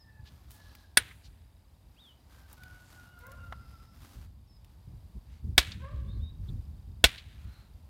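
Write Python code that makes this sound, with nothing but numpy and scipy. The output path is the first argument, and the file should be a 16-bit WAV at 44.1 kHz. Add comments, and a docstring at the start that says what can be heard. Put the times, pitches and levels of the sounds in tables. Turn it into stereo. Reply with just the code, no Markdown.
"""Flint knapping outdoors: three hammer blows ring the modes of a hand-damped stone and a thin chip, over noise
bursts for snap, crunch and the thud into a padded leg; shaped noise is the answer of ground, fence and wall.
Handling is leather noise in strokes, scuffs, grit ticks and a tool knock. Far off, harmonic voices make a crowing
rooster and a dog that barks twice; gliding and buzzing tones make small birds and a low call, over insect pips.
Low noise in breeze and gusts is wind buffeting the microphone ports, above soft air noise."""
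import sys
import numpy as np
from scipy import signal
from scipy.fft import rfft, irfft, next_fast_len
from scipy.io import wavfile
from scipy.ndimage import map_coordinates

SR = 44100
rng = np.random.default_rng(int(sys.argv[2]) if len(sys.argv) > 2 else 0)


def digitize_waveform(pressure):
    """Quantize a signal to 16-bit integers and store it at the path in sys.argv[1].

    Rows of a 2-D input are taken as channels; values are limited to [-1, 1].
    """
    field = np.atleast_2d(pressure).T
    bounded = np.clip(field, -1, 1)
    quanta = np.round(bounded * 32767).astype(np.int16)
    wavfile.write(sys.argv[1], SR, quanta)


N = 347949

# Levels in the tables are relative: each source trims them.
# Hammer blows. Each row: start in seconds, level in dB, most excited pitch in Hz, crunch t60 in seconds,
# chip level in dB, thud level in dB, thud pitch in Hz, yard level over the blow in dB.
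BLOWS = [(0.9719, -5, 1830, 0.031, -8, -28, 320, -5.5), (5.5791, -5, 3600, .055, -23, -13.5, 485, 0.64),
         (7.041, -4, 3230, .055, -28.5, -9, 345, -0.5)]
# Modes of the stone. Each row: frequency in Hz, level in dB, t60 in seconds before the hand's limit.
STONE_MODES = [(1488, -3, 0.069), (1680, -0.5, .03), (1962, -8, .035), (2248, -7, 0.039),
               (2706, -9.5, 0.029), (3250, -10.5, 0.03), (3430, -3, 0.036), (3604, -7.5, 0.036),
               (4070, -13, .045), (4380, -13.5, .04), (5900, -12, 0.036), (6200, -13.5, 0.015),
               (7450, -13.5, .03), (8260, -9, 0.13)]
HAND_LIMIT_T60_S = 0.05
# Modes of the thin chip. Each row: frequency in Hz, level in dB, t60 in seconds.
CHIP_MODES = [(9280, -3, 0.046), (13100, -16.5, 0.044), (15500, -22, .03)]
# Spectrum of the crunch. Each row: frequency in Hz, level in dB.
CRUNCH_SPECTRUM = [(60, -14), (160, -8), (290, -2), (550, -9.5), (1000, -3.5), (1500, -2), (2100, -1),
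                   (2700, 0.5), (4000, 4), (6000, -5), (9000, -11.5), (13500, -14.5), (16000, -28.5)]
# Modes of the hammer's handle. Each row: frequency in Hz, level in dB, t60 in seconds.
HAFT_MODES = [(593, -3, 0.013), (683, 0.5, .035)]
PAD_WIDTH_OCT, PAD_T60_S = 0.38, 0.027
# Stone as the two ports hear it. Each row: frequency in Hz, left minus right in dB.
PORT_LEVEL = [(60, 6), (130, 2), (290, -4), (640, 1.5), (1410, 1), (3100, 2.5), (6820, 6.0), (15000, 6)]
# Phase between the ports. Each row: frequency in Hz, lead of the left in radians.
PORT_PHASE = [(100, 1), (300, 1.9), (600, 1.2), (1100, 2), (1600, 2.4), (2300, 0.63), (3500, 1.5),
              (6000, 2.5), (9300, 1.8), (14000, 1.1)]
# Spectrum of the yard's scatter. Each row: frequency in Hz, level in dB.
YARD_SPECTRUM = [(100, -3), (250, 3.5), (500, -1.5), (1100, -4.5), (1600, 3), (2600, 1.5), (3900, 0),
                 (5200, -11), (9000, -12.5), (15000, -19.5)]

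# Hide pulled, or stone turned on it. Each row: start in seconds, length in seconds, level in dB.
STROKES = [(0.21, 0.33, -70), (0.475, 0.45, -68.5), (1.86, 0.51, -78), (2.27, 0.31, -67),
           (2.474, 0.747, -67), (3.15, 0.79, -72), (3.904, .45, -67), (4.608, 0.268, -78.5),
           (6.383, 0.32, -76.5), (7.293, 0.43, -73)]
STROKE_ATTACK_S, STROKE_RELEASE_S = 0.064, 0.19
# Spectrum of leather. Each row: frequency in Hz, level in dB.
LEATHER_SPECTRUM = [(120, -15.5), (250, 0.5), (400, -13), (750, -9.5), (1300, -8.5), (2300, -15),
                    (4400, -15.5), (8000, -22.5), (14500, -20.5), (16000, -32.5)]
# Stone, hide and sleeve brush past each other. Each row: centre time in seconds, level in dB,
# time from peak to 1/e in seconds, centre in Hz, width in octaves.
SCUFFS = [(0.277, -55, 0.017, 3580, 0.45), (0.541, -59.5, 0.037, 12000, 2.2),
          (0.703, -66.5, 0.18, 4000, .4), (1.259, -59, 0.022, 4100, 0.48), (2.903, -69, 0.115, 6980, 0.41),
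          (4.086, -66, 0.13, 6220, 3.05), (5.341, -67.5, 0.0604, 2048, 1.1),
          (6.492, -56.5, 0.007, 3540, 0.13), (7.522, -72.5, 0.14, 2200, 0.58)]
# Grit. Each row: start in seconds, level in dB, spectrum level at 3500 Hz in dB.
TICKS = [(0.507, -43.5, -5), (0.5153, -42, -6.5), (0.7514, -41, -4), (2.529, -38, -24), (2.6349, -40, 1),
         (3.1901, -46, -24.5), (3.2674, -44.5, -18), (3.318, -42.5, -10.5), (3.525, -39.5, 12.5),
         (4.6462, -49.5, -1.5), (7.4431, -55.5, -6)]
# Tool nudged. Each row: start in seconds, level in dB.
KNOCKS = [(3.524, -30.5)]
# Modes of the nudged tool. Each row: frequency in Hz, level in dB, t60 in seconds.
TOOL_MODES = [(290, -5, 0.033), (453, -1.5, 0.023), (880, 4.5, 0.022), (1310, 13, 0.01), (1640, 2, 0.02),
              (2090, -4, 0.017)]

# Rooster notes. Each row: start in seconds, length in seconds, second harmonic in Hz, its sag in Hz per second,
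# level in dB.
CROWS = [(-.04, 0.41, 1815, 390, -69.5), (0.475, 0.43, 1718, 200, -69.5), (2.29, 0.243, 1575, 144.7, -68.5),
         (2.56, 0.3, 1490, 111.7, -61), (2.82, 1.16, 1473, 126.5, -60)]
CROW_SWELL_SHARE, CROW_FADE_SHARE = 0.27, 0.46  # of a note's length
# Rooster's throat. Each row: frequency in Hz, level in dB.
CROW_THROAT = [(680, -23.5), (900, -8), (1350, -0.5), (1800, .5), (2100, -28), (2850, -20), (3500, -30)]
# Dog barks. Each row: start in seconds, level in dB, starting pitch in Hz.
BARKS = [(3.2, -57, 470.8), (5.79, -55, 494)]
BARK_S, BARK_ATTACK_S, BARK_RELEASE_S, BARK_RISE_HZ_PER_S = 0.17, 0.059, 0.11, 780
# Dog's throat. Each row: frequency in Hz, level in dB.
DOG_THROAT = [(480, 2), (630, 11), (1100, 5.5), (1700, -1), (2250, -8), (3000, -25)]
# Bird whistles. Each row: start in seconds, time to the middle pitch in seconds, time on to the last in seconds,
# first pitch in Hz, middle pitch in Hz, last pitch in Hz, level in dB.
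WHISTLES = [(-.02, 0.019, 0.04, 5400, 5360, 4870, -58), (1.956, 0.053, 0.12, 2240, 3830, 2820, -57.5),
            (4.46, 0.017, 0.11, 5460, 5400, 4960, -68.5), (6.071, 0.0367, 0.017, 3500, 3700, 3830, -54),
            (6.194, 0.039, 0.084, 3420, 3723, 3800, -57.5)]
WHISTLE_ATTACK_S, WHISTLE_RELEASE_S = 0.04, 0.018
# Buzzy far calls: small birds, and one low call, probably a rooster. Each row: centre time in seconds,
# time from peak to 1/e in seconds, pitch in Hz, level in dB.
BUZZES = [(0.7, 0.041, 5520, -81), (3.674, 0.12, 4976, -70), (3.881, 0.13, 5140, -71.5),
          (6.143, 0.043, 4100, -66), (7.571, 0.092, 4100, -65.5), (7.544, 0.14, 1403, -66.5)]
# Insects. Each row: mean pitch in Hz, mean level in dB, pips per second.
INSECTS = [(4800, -73.5, 34), (3770, -74.5, 23)]

# Breeze. Each row: time in seconds, strength in dB.
BREEZE = [(0.0, -56.5), (0.99, -59), (1.14, -54), (1.43, -59.5), (2.22, -62.5), (2.55, -54), (3.49, -51.5),
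          (4.66, -54), (4.83, -51), (5.47, -52), (5.6, -44.5), (6.02, -41.5), (7.47, -50), (7.89, -55.5)]
BREEZE_TRIM_DB, BREEZE_LEFT_MINUS_RIGHT_DB, TURBULENCE_DB = 4, 6, 3
# Spectrum of the buffeting. Each row: frequency in Hz, level in dB.
BUFFET_SPECTRUM = [(20, -36.5), (45, -1), (68, 1.5), (100, -4.5), (145, -13.5), (210, -20), (320, -31),
                   (500, -44), (900, -68.5)]
# Gusts on the ports. Each row: start in seconds, length in seconds, level in dB, left minus right in dB,
# level of the eddy at the front in dB.
GUSTS = [(0.182, 0.081, -44.5, -15, -58), (0.274, 0.15, -47.5, -4, -57), (3.33, 0.41, -44.5, 0.5, -45.5),
         (4.135, 0.13, -39.5, -2, -51.5), (4.873, 0.065, -41.5, -19.5, -29.5),
         (4.935, 0.069, -38.5, -14, -27.5), (5.149, 0.054, -33, -16.5, -36),
         (5.424, .15, -34.5, -16.5, -37.5), (5.745, 0.133, -38, -14.5, -33),
         (5.929, 0.23, -33.5, 2.5, -30.5), (6.13, .16, -32, -9.5, -27), (6.468, .15, -30, 6, -39),
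         (7.431, .1, -38.5, -5, -40.5)]
GUST_ATTACK_S, GUST_RELEASE_S = 0.022, 0.07
# Spectrum of an eddy. Each row: frequency in Hz, level in dB.
EDDY_SPECTRUM = [(40, -5), (110, 2.5), (220, -18.5), (350, -33), (600, -46), (1500, -75)]
EDDY_ATTACK_S = 0.004
# Spectrum of the quiet yard. Each row: frequency in Hz, level in dB.
AIR_SPECTRUM = [(100, -3), (250, -5), (400, -12.5), (630, -12), (900, -11.5), (1400, -21), (2400, -23.5),
                (4000, -23), (4900, -23.5), (5900, -29), (14500, -27.5), (16000, -37)]
BAND_LIMIT_HZ = 15900


def amp(db):
    """Amplitude factor of a level in dB."""
    return 10 ** (np.asarray(db) / 20)


def unit(x):
    """Scale to rms 1."""
    return x / np.sqrt(np.mean(x ** 2) + 1e-20)


def along(points, hz):
    """Interpolate (Hz, value) points on a log frequency axis."""
    point_hz, value = np.transpose(points)
    return np.interp(np.log(hz + 1), np.log(point_hz + 1), value)


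def clock():
    """Time of every sample in seconds."""
    return np.arange(N) / SR


def curves(rows):
    """One value per sample for each column after the time."""
    s, *columns = np.transpose(rows)
    return [np.interp(clock(), s, column) for column in columns]


def wobble(knots_per_s):
    """Smooth random curve through normal knots."""
    knots = rng.standard_normal(int(N * knots_per_s / SR) + 4)
    return map_coordinates(knots, [np.arange(N) * knots_per_s / SR])


def filtered(x, response):
    """Apply a response of frequency, by FFT."""
    size = x.shape[-1]
    padded = next_fast_len(size + 8192)
    spectrum = rfft(x, padded) * response(np.fft.rfftfreq(padded, 1 / SR))
    return irfft(spectrum, padded)[..., :size]


def bell(centre_hz, width_oct):
    """Spectrum with one hump."""
    return [(centre_hz * 2 ** (k * width_oct), -6 * abs(k) ** 1.5) for k in range(-4, 5)]


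def noise(spectrum, size, alike):
    """Coloured stereo noise of rms 1; alike is the left-right correlation."""
    white = rng.standard_normal((2, size))
    mid, side = filtered(white, lambda hz: amp(along(spectrum, hz)))
    turn = np.arccos(np.clip(alike, -1, 1)) / 2
    return unit(np.cos(turn) * mid + np.sin(turn) * np.array([side, -side]))


def pan(left_minus_right_db):
    """Left and right gains."""
    return amp([[left_minus_right_db / 2], [-left_minus_right_db / 2]])


def dying(t, t60_s):
    """Exponential decay, 60 dB in t60_s."""
    return np.exp(-np.log(1000) * t / t60_s)


def onset(t, rise_s):
    """Exponential approach to 1."""
    return 1 - np.exp(-t / rise_s)


def envelope(s, length_s, attack_s, release_s):
    """Rise from time s, hold, and be gone after length_s."""
    t = clock() - s
    return np.clip(np.minimum(t / attack_s, (length_s - t) / release_s), 0, 1)


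def ring(modes, t, spread_rad):
    """Fading sine modes; each reaches the two ports with its own phase."""
    out = np.zeros((2, len(t)))
    for hz, db, t60_s in modes:
        phase = rng.uniform(0, 2 * np.pi) + spread_rad * rng.standard_normal((2, 1))
        level = amp(db + rng.normal(0, 0.53))
        out += level * dying(t, t60_s) * np.sin(2 * np.pi * hz * t + phase)
    return out


def add(track, s, sound):
    """Mix a sound in at time s."""
    i = max(round(s * SR), 0)
    track[:, i:i + sound.shape[-1]] += sound[:, :max(N - i, 0)]


def ports(x):
    """The stone lies to the left, so the two ports hear it with differing level and phase."""
    side = np.array([[0.5], [-0.5]])

    def response(hz):
        return amp(side * along(PORT_LEVEL, hz)) * np.exp(1j * side * along(PORT_PHASE, hz))
    return filtered(x, response)


def distant(x, t60_s, wet):
    """A far source with its diffuse trail from trees and walls."""
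    t = np.arange(SR) / SR
    tail = rng.standard_normal((2, SR)) * dying(t, t60_s)
    tail /= np.linalg.norm(tail[0])
    trail = signal.fftconvolve(x[None], tail, axes=1)[:, :N]
    return (x + wet * trail) / np.hypot(1, wet)


def blows():
    """Each blow snaps, crunches, rings the stone and the chip, and thuds into the padded leg."""
    out, t = np.zeros((2, N)), np.arange(SR) / SR
    for s, db, pitch_hz, crunch_t60_s, chip_db, thud_db, thud_hz, _ in BLOWS:
        # the place of contact decides which modes are driven hardest; the hand limits their ring
        modes = [(hz, level - 8.1 * abs(np.log2(hz / pitch_hz)), min(t60_s, HAND_LIMIT_T60_S))
                 for hz, level, t60_s in STONE_MODES]
        stone = amp(db + 1.5) * ring(modes, t, spread_rad=0.34)
        snap = amp(db - 4.5) * noise(bell(9000, 0.45), len(t), alike=0.6) * dying(t, 0.0096)
        crunch = amp(db - 2.5) * noise(CRUNCH_SPECTRUM, len(t), alike=0.29) * dying(t, crunch_t60_s)
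        chip = amp(chip_db + 2.5) * ring(CHIP_MODES, t, spread_rad=0.29) * onset(t, 0.00066)
        chip *= 1 + 0.5 * np.cos(2 * np.pi * 85 * (t - 0.004))  # close pairs of modes beat
        # dust sprays off with the chip
        dust = amp(chip_db - 53) * noise(bell(9300, 0.63), len(t), alike=0.1) * dying(t, 1.4)
        thud = amp(thud_db) * noise(bell(thud_hz, PAD_WIDTH_OCT), len(t), alike=0.94)
        thud *= dying(t, PAD_T60_S)
        push = amp(thud_db - 2.5) * np.sin(2 * np.pi * 62 * t) * dying(t, 0.072)  # the leg gives way
        haft = amp(thud_db - 4) * ring(HAFT_MODES, t, spread_rad=0.22)  # short woody knock
        blow = stone + snap + crunch + chip + dust + thud + haft - push
        add(out, s, blow * onset(t, 0.00031))
    return ports(out)


def yard():
    """The ground scatters each blow, a fence throws it back, a wall slaps, and a faint tail lingers."""
    out, t = np.zeros((2, N)), np.arange(SR) / SR
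    for s, db, pitch_hz, *_, yard_db in BLOWS:
        # echoes keep the colour of their blow
        colour = [(hz, level - 3 * abs(np.log2(hz / pitch_hz))) for hz, level in YARD_SPECTRUM]
        ground = amp(-22) * dying(t, 0.2)
        fence = amp(-44.5) * np.exp(-((t - 0.105) / 0.057) ** 2)
        tail = amp(-48) * dying(t, 1.5)
        lumps = amp(1.9 * wobble(260)[:len(t)])  # single reflectors stand out
        strength = np.sqrt(ground ** 2 + fence ** 2 + tail ** 2)
        scatter = strength * lumps * noise(colour, len(t), alike=0.21)
        add(out, s, amp(db + yard_db) * scatter * onset(t, 0.0027) * pan(4.9))
        slap = noise(bell(pitch_hz, 0.43), len(t), alike=0.1) * dying(t, 0.062) * onset(t, 0.0011)
        add(out, s + 0.138, amp(db + 1.5 * yard_db - 32) * slap)
    return out


def handling():
    """Leather rustles in uneven strokes, surfaces scuff, grit ticks and the tool knocks once."""
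    out, t = np.zeros((2, N)), np.arange(SR // 2) / SR
    stroke = sum(amp(db) * envelope(s, length_s, STROKE_ATTACK_S, STROKE_RELEASE_S)
                 for s, length_s, db in STROKES)
    grain = amp(2.4 * wobble(22) + 2.37 * wobble(330))  # the nap catches and slips
    out += amp(5.5) * stroke * grain * noise(LEATHER_SPECTRUM, N, alike=0) * pan(5.8)
    for s, db, half_s, centre_hz, width_oct in SCUFFS:
        swell = np.exp(-((t - t.mean()) / half_s) ** 2) * amp(1.9 * wobble(250)[:len(t)])
        brush = noise(bell(centre_hz, width_oct), len(t), alike=0.2)
        add(out, s - t.mean(), amp(db) * swell * brush * pan(4.3))
    for s, db, body_db in TICKS:
        colour = [(500, body_db - 6.5), (3500, body_db), (8000, -10), (15000, -7)]
        tick = noise(colour, len(t), alike=0.3) * dying(t, 0.024)
        add(out, s, amp(db - 8.5) * tick * pan(16))
    for s, db in KNOCKS:
        rub = amp(2) * noise(bell(1040, 0.49), len(t), alike=0.24) * dying(t, 0.032)
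        contact = ring(TOOL_MODES, t, spread_rad=0.87) + rub
        add(out, s, amp(db - 4) * contact * onset(t, 0.00099))
    return out


def rooster():
    """Rasping harmonic notes swell and sink; at this distance mostly the second harmonic is left."""
    second_hz, level = np.full(N, float(CROWS[0][2])), np.zeros(N)
    for s, length_s, hz, sag_hz_per_s, db in CROWS:
        sagging_hz = hz - sag_hz_per_s * np.minimum(clock() - s, length_s)
        second_hz = np.where(clock() >= s, sagging_hz, second_hz)
        level += amp(db) * envelope(s, length_s, CROW_SWELL_SHARE * length_s, CROW_FADE_SHARE * length_s)
    rasp = 1 + 0.006 * wobble(40) + 0.02 * wobble(500)
    phase = np.pi * np.cumsum(second_hz * rasp) / SR  # of the fundamental, half of second_hz
    voice = np.zeros(N)
    for k in range(1, 5):
        harmonic_db = along(CROW_THROAT, k * second_hz / 2) + 3.9 * wobble(45) + 1.2 * wobble(12)
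        voice += amp(harmonic_db) * np.sin(k * phase)
    return distant(amp(4.5) * level * voice, t60_s=0.59, wet=0.75) * pan(11)


def dog():
    """Two barks: rising harmonics through a throat, hoarse by random pitch and level."""
    out = np.zeros(N)
    for s, db, start_hz in BARKS:
        hz = start_hz + BARK_RISE_HZ_PER_S * np.clip(clock() - s, 0, BARK_S)
        phase = 2 * np.pi * np.cumsum(hz * (1 + 0.042 * wobble(500))) / SR
        voice = sum(amp(along(DOG_THROAT, k * hz) + 3.7 * wobble(160)) * np.sin(k * phase)
                    for k in range(1, 6))
        out += amp(db) * envelope(s, BARK_S, BARK_ATTACK_S, BARK_RELEASE_S) * voice
    return distant(out, t60_s=1.24, wet=0.81) * pan(5.5)


def far_calls():
    """Bird whistles are gliding sines; buzzy calls, one of them low, are sines with fast random pitch."""
    calls, flutter = np.zeros(N), 1 + 0.0128 * wobble(300)
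    for s, to_middle_s, to_last_s, first_hz, middle_hz, last_hz, db in WHISTLES:
        length_s = to_middle_s + to_last_s
        hz = np.interp(clock() - s, [0, to_middle_s, length_s], [first_hz, middle_hz, last_hz])
        level = amp(db) * envelope(s, length_s, WHISTLE_ATTACK_S, WHISTLE_RELEASE_S)
        calls += level * np.sin(2 * np.pi * np.cumsum(hz * flutter) / SR)
    for s, half_s, hz, db in BUZZES:
        swell = np.exp(-((clock() - s) / half_s) ** 2)
        calls += amp(db) * swell * np.sin(2 * np.pi * np.cumsum(hz + 190 * wobble(900)) / SR)
    return distant(calls, t60_s=0.35, wet=0.62) * pan(2.3)


def insects():
    """Ceaseless short sine pips, uneven in timing, level, pitch and side."""
    out, t = np.zeros((2, N)), np.arange(SR // 90) / SR
    for hz, db, pips_per_s in INSECTS:
        draws = rng.standard_normal((int(pips_per_s * N / SR), 4))
        for k, (late, size, detune, side) in enumerate(draws):
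            pip = np.hanning(len(t)) * np.sin(2 * np.pi * hz * (1 + 0.023 * detune) * t)
            add(out, (k + 0.067 * late) / pips_per_s, amp(db + 1.9 * size) * pip * pan(3 * side))
    return out


def wind():
    """Turbulent breeze and gusts, each with an eddy at its front, buffet the ports; breeze and gust powers add."""
    turbulence = amp(TURBULENCE_DB * np.array([wobble(19), wobble(40)]))  # left, right
    breeze = amp(curves(BREEZE)[0] + BREEZE_TRIM_DB)
    power = (breeze * turbulence * pan(BREEZE_LEFT_MINUS_RIGHT_DB)) ** 2
    eddies, t = np.zeros((2, N)), np.arange(SR // 6) / SR
    for s, length_s, db, left_minus_right_db, eddy_db in GUSTS:
        side = pan(left_minus_right_db)
        power += (amp(db) * envelope(s, length_s, GUST_ATTACK_S, GUST_RELEASE_S) * side) ** 2
        eddy = noise(EDDY_SPECTRUM, len(t), alike=-0.23) * dying(t, 0.039)
        eddy *= 1 - np.exp(-(t / EDDY_ATTACK_S) ** 2)
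        add(eddies, s, amp(eddy_db) * eddy * side)
    return np.sqrt(power) * noise(BUFFET_SPECTRUM, N, alike=-0.38) + eddies


def air():
    """Soft, slowly varying noise of the quiet yard."""
    return amp(-64 + 0.9 * wobble(2.1)) * noise(AIR_SPECTRUM, N, alike=-0.074) * pan(2.5)


def scene():
    """The knapper close by, the animals far off, the wind on the microphone."""
    return blows() + yard() + handling() + rooster() + dog() + far_calls() + insects() + wind() + air()


def record(dry):
    """Cut the deepest bass, saturate as an overloaded input does, and keep nothing above the band limit."""
    lean = signal.sosfilt(signal.butter(4, 38, "high", fs=SR, output="sos"), dry)
    clipped = lean / (1 + np.abs(lean) ** 6) ** (1 / 6)
    return filtered(clipped, lambda hz: hz < BAND_LIMIT_HZ)


dry = scene()
out = record(dry)
digitize_waveform(out)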